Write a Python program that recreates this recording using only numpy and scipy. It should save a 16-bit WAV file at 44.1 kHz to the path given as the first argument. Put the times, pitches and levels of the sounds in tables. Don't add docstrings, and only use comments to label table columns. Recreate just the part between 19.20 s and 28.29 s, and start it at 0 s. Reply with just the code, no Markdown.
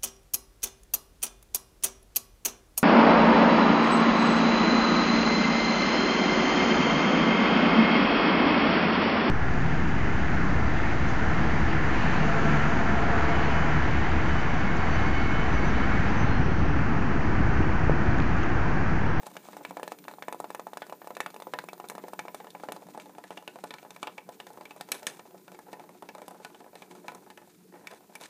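import sys
import numpy as np
from scipy import signal
from scipy.fft import rfft, irfft
from scipy.io import wavfile

SR = 44100
rng = np.random.default_rng(int(sys.argv[2]) if len(sys.argv) > 2 else 0)


def master_out(mix):
    frames = np.transpose(np.atleast_2d(mix))
    ceiling = np.clip(frames, -1, 1)
    pcm = np.round(ceiling * 32767).astype(np.int16)
    wavfile.write(sys.argv[1], SR, pcm)


def volts_from_decibels(level):
    exponent = np.asarray(level, float) / 20
    return 10 ** exponent


N = 400869

# (time [s], clack pitch [Hz], thump level [dB], clack level [dB], snap level [dB])
KNOCKS = [(0.03, 1750, -44, -50, -55), (0.065, 1430, -39, -46.5, -43.5), (0.113, 3650, -52, -73, -53),
          (0.153, 1250, -47, -53, -55), (0.165, 3000, -41, -36, -45.5), (0.253, 1830, -51, -64, -60),
          (0.285, 1250, -42, -55, -53), (0.33, 1710, -45, -44, -57), (0.366, 1240, -41, -48.5, -45.5),
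          (0.409, 1700, -43, -63, -68), (0.448, 2300, -38, -34, -46), (0.507, 2590, -40.5, -51, -50),
          (0.568, 1680, -35.5, -39.5, -49.5), (0.595, 1790, -39, -52, -52),
          (0.629, 1760, -37.5, -39.5, -45.5), (0.676, 1740, -40, -42.5, -42),
          (0.718, 1270, -37.5, -40.5, -43.5), (0.785, 4170, -62, -51, -47), (0.839, 4130, -64, -49, -54),
          (0.85, 1710, -53, -58, -60), (0.88, 1910, -38, -37, -47.5), (0.911, 4080, -50, -52, -55),
          (0.936, 4100, -49, -55, -52.5), (0.983, 1710, -43.5, -59, -66), (1.022, 2130, -39, -33.5, -47.5),
          (1.081, 1690, -34.5, -38.5, -44.5), (1.124, 1310, -38, -40.5, -39.5),
          (1.144, 1240, -40, -58, -51), (1.2, 1290, -36, -46, -42), (1.241, 1290, -35, -44, -53),
          (1.302, 1700, -39, -44, -46), (1.346, 1710, -39.5, -40, -40.5), (1.394, 1280, -38, -43, -46),
          (1.467, 1280, -38, -49, -52), (1.531, 3610, -42.5, -49.5, -47.5), (1.57, 1680, -38.5, -40.5, -40),
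          (1.618, 1460, -34.5, -37.5, -54.5), (1.665, 1870, -53, -52, -53),
          (1.695, 2610, -44.5, -48.5, -47.5), (1.723, 1300, -37, -44.5, -50.5),
          (1.816, 1730, -42, -48, -58), (1.843, 1680, -49, -58, -58), (1.871, 2400, -41.5, -50.5, -46.5),
          (1.904, 1290, -37, -48, -52), (1.949, 4040, -66, -45, -47), (1.966, 1710, -38.5, -38, -45),
          (2.002, 1720, -31.5, -26.5, -34), (2.06, 1280, -35.5, -34.5, -44), (2.101, 3790, -52, -53, -51),
          (2.141, 3610, -47, -51, -49), (2.161, 2550, -45, -51, -49), (2.199, 4150, -45.5, -52, -50),
          (2.22, 3620, -42.5, -46, -46), (2.268, 1230, -36, -52, -55), (2.335, 1820, -29, -29, -43.5),
          (2.386, 1710, -35.5, -29, -43), (2.438, 2560, -43.5, -54, -50), (2.485, 2390, -41.5, -39.5, -47),
          (2.53, 4100, -41.5, -49.5, -46), (2.577, 1720, -57, -60, -58), (2.598, 2260, -38, -48, -51),
          (2.64, 2260, -38.5, -53, -60), (2.684, 4230, -55, -51, -39.5), (2.697, 1700, -39, -37.5, -35.5),
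          (2.717, 1380, -40, -60, -61), (2.75, 1720, -41.5, -47, -49), (2.779, 1690, -38, -46, -48.5),
          (2.837, 1690, -35.5, -52, -64), (2.881, 2000, -43.5, -48, -47.5), (2.932, 2570, -37, -47, -46),
          (2.99, 1710, -35.5, -30, -39.5), (3.051, 2280, -39.5, -54, -55), (3.08, 2370, -37, -40.5, -56),
          (3.144, 1230, -38, -43, -37.5), (3.2, 1650, -42, -47, -60), (3.243, 1310, -47, -51, -55),
          (3.268, 1710, -43, -50, -61), (3.302, 3640, -72, -52, -44), (3.348, 2330, -36.5, -44.5, -61),
          (3.397, 1660, -44, -51, -68), (3.434, 1270, -35, -46.5, -51), (3.485, 1300, -34.5, -35.5, -53),
          (3.519, 1330, -38.5, -37, -36.5), (3.562, 4090, -41.5, -52, -52), (3.62, 2230, -47, -60, -63),
          (3.666, 1680, -50, -61, -56), (3.685, 4040, -45, -66, -58), (3.746, 1770, -40.5, -57, -57),
          (3.774, 1300, -36.5, -53, -51), (3.797, 2400, -45, -40.5, -53), (3.856, 3500, -45, -54, -57),
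          (3.893, 1650, -42.5, -64, -66), (3.948, 1660, -48, -54, -65), (3.981, 1320, -40.5, -51, -54),
          (4.037, 1710, -42.5, -41.5, -53), (4.104, 1350, -35.5, -44.5, -50),
          (4.171, 2920, -37.5, -36, -52), (4.223, 2820, -46.5, -59, -58), (4.275, 2940, -36, -35, -45.5),
          (4.356, 1580, -40, -55, -58), (4.386, 1430, -47, -62, -61), (4.437, 1440, -32, -42, -43.5),
          (4.505, 3570, -39, -34.5, -49), (4.537, 1360, -41.5, -38, -49), (4.582, 2450, -50, -44, -59),
          (4.627, 2270, -43, -52, -57), (4.648, 1430, -41, -56, -61), (4.704, 3710, -44.5, -47.5, -46),
          (4.761, 2160, -41.5, -44, -51), (4.827, 2800, -36.5, -31, -40), (4.869, 2430, -33, -32, -48),
          (4.978, 2300, -38.5, -37.5, -52), (5.088, 3600, -37.5, -49, -47.5),
          (5.199, 3100, -41, -36.5, -46.5), (5.266, 1680, -41, -46.5, -48), (5.302, 4070, -43.5, -61, -59),
          (5.33, 1680, -55, -65, -51), (5.372, 2280, -39.5, -61, -72), (5.408, 2020, -39.5, -45, -58),
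          (5.452, 2160, -49, -39.5, -51), (5.506, 2630, -44, -43, -59), (5.561, 2330, -45, -58, -54),
          (5.608, 1870, -35.5, -38, -38.5), (5.686, 1310, -41, -46, -49), (5.716, 2050, -38, -21, -23),
          (5.828, 1360, -39.5, -45, -48), (5.866, 1700, -41.5, -24, -23.5), (5.992, 1840, -41.5, -43, -52),
          (6.052, 2100, -45.5, -62, -62), (6.106, 2320, -52, -64, -64), (6.143, 1400, -41, -67, -61),
          (6.278, 1420, -44, -47, -58), (6.316, 2290, -43.5, -52, -53), (6.344, 2320, -47.5, -52, -57),
          (6.388, 1710, -39.5, -55, -50), (6.464, 2570, -51, -73, -68), (6.481, 1340, -42.5, -60, -63),
          (6.528, 1800, -35.5, -39, -48.5), (6.594, 1480, -37, -49, -58), (6.637, 1840, -43.5, -58, -65),
          (6.69, 1650, -42, -63, -59), (6.746, 1510, -46.5, -64, -69), (6.822, 2560, -36, -55.5, -50),
          (6.887, 2640, -37.5, -39, -51), (6.948, 1320, -37.5, -49, -52), (6.98, 1400, -40, -53, -55),
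          (7.016, 2200, -37.5, -50, -53), (7.079, 2770, -38.5, -55, -42), (7.107, 1350, -41, -56, -53),
          (7.144, 1230, -42, -65, -62), (7.198, 1320, -43.5, -64, -63), (7.246, 1500, -36.5, -34, -45),
          (7.298, 1530, -51, -57, -64), (7.344, 1510, -46, -46, -62), (7.402, 1960, -43, -50.5, -58),
          (7.441, 1770, -48, -59, -70), (7.461, 1480, -45, -68, -68), (7.529, 2290, -45, -57, -68),
          (7.552, 1830, -42, -45.5, -52), (7.619, 2290, -42, -43, -51), (7.709, 1900, -46, -47, -58),
          (7.749, 1310, -45, -55, -55), (7.842, 1290, -42, -56, -74), (7.88, 1480, -35.5, -31, -51),
          (7.917, 1500, -43, -52, -57), (7.946, 1240, -41, -52, -43.5), (8.062, 2500, -41, -66, -73),
          (8.1, 1810, -45, -43, -53.5), (8.173, 1360, -42, -41.5, -52.5), (8.214, 2370, -45, -64, -65),
          (8.273, 1750, -48.5, -76, -59), (8.537, 1390, -43, -54, -69), (8.554, 1490, -46, -54, -72),
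          (8.669, 2300, -45, -38, -41.5), (8.71, 3160, -56, -42, -52), (8.804, 1480, -54.5, -64, -67),
          (8.895, 1490, -48.5, -65, -74), (8.951, 2320, -43.5, -39.5, -38.5), (9.009, 4100, -42, -47, -48),
          (9.034, 3020, -57, -43, -47)]
KNOCK_REGIONS = [800, 2400, 8000]
# (frequency [Hz], relative level [dB], undamped decay time t60 [s])
TUBE_MODES = [(187, 0.5, 0.065), (298, -8, 0.14), (361.2, -7, 0.085), (436, -6.5, 0.073),
              (518, -1.5, 0.059), (607.4, -1.5, 0.054), (717.6, -0.5, 0.063), (852.3, 5, 0.052),
              (994.5, -5.5, 0.12), (1305, -8, 0.06), (1480, -10, 0.071), (1710, -2.5, 0.028),
              (1820, -10, 0.062), (2308, 0.5, 0.027), (2589, -7, 0.047), (2860, 1, 0.013),
              (3590, 4.5, 0.011), (4060, 4.5, 0.0087), (4887, -3, 0.019), (5495, -1, 0.015),
              (6030, 0.5, 0.013), (6520, 3.5, 0.0078), (7280, 4.5, 0.0055), (7970, 0.5, 0.012),
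              (8760, 1.5, 0.012), (9720, 8, 0.0052), (10940, 3.5, 0.0074), (11740, -1, 0.009),
              (13170, 5, 0.0073), (15300, -3, .005)]
# (time [s], track hum level [dB], leg buzz and rattle level [dB], motor hiss level [dB])
RUNNING = [(0.0, -61.5, -53.5, -59), (0.58, -55, -53.5, -64), (0.68, -56.5, -57, -58),
           (1.32, -60.5, -60.5, -61), (2.91, -56, -58.5, -59), (3.19, -59, -55, -60),
           (3.52, -54.5, -56.5, -63), (4.15, -60.5, -57.5, -70), (5.24, -57.5, -57, -66),
           (5.8, -60, -54, -64), (6.1, -59.5, -59.5, -63.5), (7.06, -60, -58.5, -72),
           (7.74, -57, -56.5, -70), (8.08, -59.5, -57.5, -68), (8.25, -64, -62, -72), (8.48, -58, -65, -73),
           (8.63, -60.5, -70, -72), (9.09, -67, -51, -70)]
# (frequency [Hz], width [Hz], relative level [dB])
MOTOR_RESONANCES = [(7030, 450, -9), (9550, 320, -8), (14400, 1200, 4.5), (14500, 620, -11)]
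# (frequency [Hz], relative density [dB per Hz])
HUSH_SPECTRUM = [(18, -60), (30, -17), (88, 1.5), (213, 10), (359, 4), (443, -10.5), (2550, -7.5),
                 (3150, -10.5), (4420, -7), (5310, -7.5), (15500, -6.5)]
# (frequency [Hz], decay time t60 [s])
ROOM_DECAY = [(200, 0.54), (800, 0.073), (3000, 0.22), (8000, 0.11), (14000, 0.28)]
# (time [s], length [s], low grit level [dB], high grit level [dB], fall [dB])
JANGLES = [(4.119, 0.028, -45, -54.5, 18), (5.729, 0.074, -45, -46, 14), (5.878, 0.099, -42.5, -46.5, 18.5),
           (8.525, 0.15, -54, -68.5, 4), (8.706, 0.078, -45.5, -54.5, 12), (9.001, .05, -47, -55.5, 6)]
# (time [s], frequency [Hz])
TRACK_PITCH = [(0.0, 294), (0.9, 292), (1.2, 340), (3.3, 336), (3.5, 297), (4.2, 295), (4.6, 334),
               (5.9, 343), (6.1, 366), (9.09, 363)]
# (time [s], gain before trim [dB])
DIRECT_SWING = [(0.0, 18.5), (0.7, 25), (3.5, 21.5), (3.8, 15), (5.0, 14.5), (5.8, 13.5), (7.0, 12),
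                (9.09, 8)]


def amp_of_rows(rows):
    time_s, *columns = np.transpose(rows)
    return [volts_from_decibels(np.interp(np.arange(N) / SR, time_s, column)) for column in columns]


def rms_one(x):
    return x / np.sqrt(np.mean(x ** 2) + 1e-20)


def at_hz(points, hz):
    point_hz, values = np.transpose(points)
    return np.interp(np.log(hz), np.log(point_hz), values)


def drift(corner_hz):
    step = 40
    pole = np.exp(-2 * np.pi * corner_hz * step / SR)
    noise = rng.standard_normal(N // step + 2002)
    slow = signal.lfilter([1], [1, -2 * pole, pole ** 2], noise)[2000:]
    return np.interp(np.arange(N) / step, np.arange(len(slow)), rms_one(slow))


def ring(clicks, hz, t60):
    radius = volts_from_decibels(-60 / (max(t60, .003) * SR))
    angle = 2 * np.pi * hz / SR
    return signal.lfilter([0, np.sin(angle)], [1, -2 * radius * np.cos(angle), radius ** 2], clicks + 1e-18)


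def decay(starts, time_constant_s):
    return signal.lfilter([1], [1, -np.exp(-1 / (time_constant_s * SR))], starts + 1e-18)


def band(x, low_hz, high_hz):
    return signal.sosfilt(signal.butter(2, [low_hz, high_hz], "band", fs=SR, output="sos"), x)


def taps(per_s, low_hz, high_hz, uneven_db, clump_db, damping):
    unevenness = uneven_db * np.minimum(rng.exponential(1, N), 4)
    sizes = volts_from_decibels(unevenness + clump_db * drift(25.3))
    sizes *= rng.choice([-1, 1], N) * (rng.random(N) < per_s / SR)
    dealt = rng.integers(0, 3, N)
    total = np.zeros(N)
    for k, (hz, level_db, t60) in enumerate(TUBE_MODES):
        if low_hz < hz < high_hz:
            total += volts_from_decibels(level_db) * ring(sizes * (dealt == k % 3), hz, t60 / damping)
    return rms_one(total)


def colour_db(rows, hz, favour_db):
    broad_db = np.array([np.interp(np.log(hz), np.log(KNOCK_REGIONS), row[2:]) for row in rows])
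    brightness_db = np.maximum(rows[:, 4] - rows[:, 2], 0)
    broad_db -= 0.45 * brightness_db * max(np.log2(hz / 9000), 0) ** .5
    return broad_db + favour_db * np.exp(-(np.log(hz / rows[:, 1]) / 0.1) ** 2)


def struck_modes(rows, at, mode_db, spread_db):
    out = np.zeros(N)
    for hz, level_db, t60 in TUBE_MODES:
        strength_chance, late_chance, bounce_chance = rng.standard_normal((3, len(rows)))
        struck_db = colour_db(rows, hz, favour_db=8.5) + spread_db * strength_chance + level_db + mode_db
        strength = min(1, hz / 600) ** 1.63 * volts_from_decibels(struck_db)
        late = (SR * (0.00065 + np.abs(late_chance) * 0.0011)).astype(int)
        bounce = (SR * (.004 + np.abs(bounce_chance) * .003)).astype(int)
        clicks = np.zeros(N + SR)
        clicks[at + late] = strength
        clicks[at + bounce] = 0.34 * strength * np.sign(bounce_chance)
        out += ring(clicks[:N], hz, t60)
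    return out


def wall_push(rows, at, push_db):
    power = volts_from_decibels(rows[:, 2:]) ** 2
    share = power / np.sum(power, axis=1, keepdims=True)
    swing_db = .5 * (rows[:, 2] + rows[:, 4]) + np.interp(rows[:, 0], *np.transpose(DIRECT_SWING))
    t = np.arange(-60, 61) / SR
    out = np.zeros(N)
    for column, hz in enumerate([750, 1500]):
        push = np.zeros(N)
        push[at] = volts_from_decibels(swing_db + push_db) * share[:, column]
        swing = np.cos(2 * np.pi * hz * t) * np.exp(-(2.0 * hz * t) ** 2)
        out -= np.convolve(push, swing)[30:N + 30]
    return out


def crack_and_chatter(rows, at, crack_db, crack_s, chatter_db, chatter_s):
    white = rng.standard_normal(N)
    grit = rng.standard_normal(N) * (rng.random(N) < 1200 / SR)
    out = np.zeros(N)
    for k, hz in enumerate(500 * 2 ** np.arange(0, 5, .6)):
        burst = np.zeros(N + SR)
        level_db = colour_db(rows, hz, favour_db=4) + 3.9 * rng.standard_normal(len(rows)) - 0.23 * k
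        burst[at + int(.0008 * SR)] = volts_from_decibels(level_db)
        chatter_band_s = chatter_s * (1900 / hz) ** 0.48
        for db, seconds, noise in [(crack_db, crack_s, white), (chatter_db, chatter_band_s, grit)]:
            out += volts_from_decibels(db) * decay(burst[:N], seconds) * rms_one(band(noise, hz / 1.23, hz * 1.23))
    return out


def knocks():
    rows = np.array(KNOCKS)
    at = ((rows[:, 0] + .0014) * SR).astype(int)
    return (struck_modes(rows, at, mode_db=-8, spread_db=2.5)
            + wall_push(rows, at, push_db=-3.5)
            + crack_and_chatter(rows, at, crack_db=-6.5, crack_s=.002, chatter_db=-15.5, chatter_s=0.012))


def skitter():
    rows = np.array(KNOCKS)
    direct_db = np.interp(rows[:, 0], *np.transpose(DIRECT_SWING))
    start = np.zeros(N)
    start[((rows[:, 0] + .006) * SR).astype(int)] = volts_from_decibels(rows[:, 2] - 8 - 0.67 * direct_db)
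    fade = decay(start, 0.026)
    return fade * taps(600, 250, 1900, uneven_db=3.0, clump_db=2.0, damping=2.3)


def leg_buzz(legs):
    buzz = taps(450, 450, 1600, uneven_db=2.5, clump_db=3.5, damping=3.2)
    rattle = taps(2500, 1100, 9000, uneven_db=1.5, clump_db=5.0, damping=3.8)
    return legs * (volts_from_decibels(-6.5) * buzz + volts_from_decibels(-8.5) * rattle)


def track_hum(favour_db):
    centre_hz = np.interp(np.arange(N) / SR, *np.transpose(TRACK_PITCH))
    hum = np.zeros(N)
    for hz, level_db, _ in TUBE_MODES[:4]:
        favoured_db = level_db + favour_db * np.exp(-(np.log(hz / centre_hz) / 0.057) ** 2)
        mode = taps(900, hz - 1, hz + 1, uneven_db=1.0, clump_db=2.0, damping=0.93)
        hum += volts_from_decibels(favoured_db) * mode
    return rms_one(hum)


def jangles():
    edge_s, silent_db = 0.01, -99
    rows = []
    for start, length, low_db, high_db, fall_db in JANGLES:
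        end = start + length
        rows += [(start - edge_s, silent_db, silent_db), (start, low_db, high_db),
                 (end, low_db - fall_db, high_db - fall_db), (end + 2 * edge_s, silent_db, silent_db)]
    low, high = amp_of_rows(rows)
    return (low * taps(1300, 400, 2000, uneven_db=3.0, clump_db=-4.5, damping=3.6)
            + high * taps(1800, 1400, 10000, uneven_db=5.0, clump_db=-1.0, damping=1.5))


def motors():
    hiss = np.zeros(N)
    for hz, width, level_db in MOTOR_RESONANCES:
        flicker_db = 2.0 * drift(25) + 0.98 * drift(3.1)
        noise = band(rng.standard_normal(N), hz - width / 2, hz + width / 2)
        hiss += volts_from_decibels(level_db + flicker_db) * rms_one(noise)
    return rms_one(hiss)


def room(x):
    t = np.arange(SR // 2) / SR
    edges = 140 * 2 ** np.arange(0, 7, .75)
    tail = np.zeros(len(t))
    for low, high in zip(edges, edges[1:]):
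        t60 = at_hz(ROOM_DECAY, np.sqrt(low * high))
        tail += band(rng.standard_normal(len(t)), low, high) * volts_from_decibels(-60 * t / t60)
    tail *= np.clip(t / 0.019, 0, 1) * volts_from_decibels(1.5 * (t > 0.023))
    return signal.fftconvolve(x, volts_from_decibels(-17) * tail / np.sqrt(np.sum(tail ** 2)))[:N]


def hush():
    hz = np.maximum(np.fft.rfftfreq(N, 1 / SR), 1)
    shaped = irfft(rfft(rng.standard_normal(N)) * volts_from_decibels(at_hz(HUSH_SPECTRUM, hz)), N)
    return volts_from_decibels(-64.5) * rms_one(shaped)


def scene():
    hum, legs, hiss = amp_of_rows(RUNNING)
    pause_at_s, pause_s, pause_db = 7.5, 0.045, -13.5
    pause = volts_from_decibels(pause_db * np.exp(-((np.arange(N) / SR - pause_at_s) / pause_s) ** 2))
    tube = knocks() + skitter() + leg_buzz(pause * legs)
    tube += volts_from_decibels(1.0) * pause * hum * track_hum(favour_db=7.5)
    tube += jangles()
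    tube = signal.sosfilt(signal.butter(4, 160, "high", fs=SR, output="sos"), tube)
    return (tube + room(tube) + volts_from_decibels(-4.5) * hiss * motors() + hush())[None]


def low_pass(x):
    return signal.sosfilt(signal.butter(12, 16520, fs=SR, output="sos"), x)


def record(dry):
    x = signal.sosfilt(signal.butter(1, 60, "high", fs=SR, output="sos"), dry)
    x = signal.sosfilt(signal.cheby2(8, 30, 15600, fs=SR, output="sos"), x)
    return low_pass(x)


dry = scene()
out = record(dry)
master_out(out)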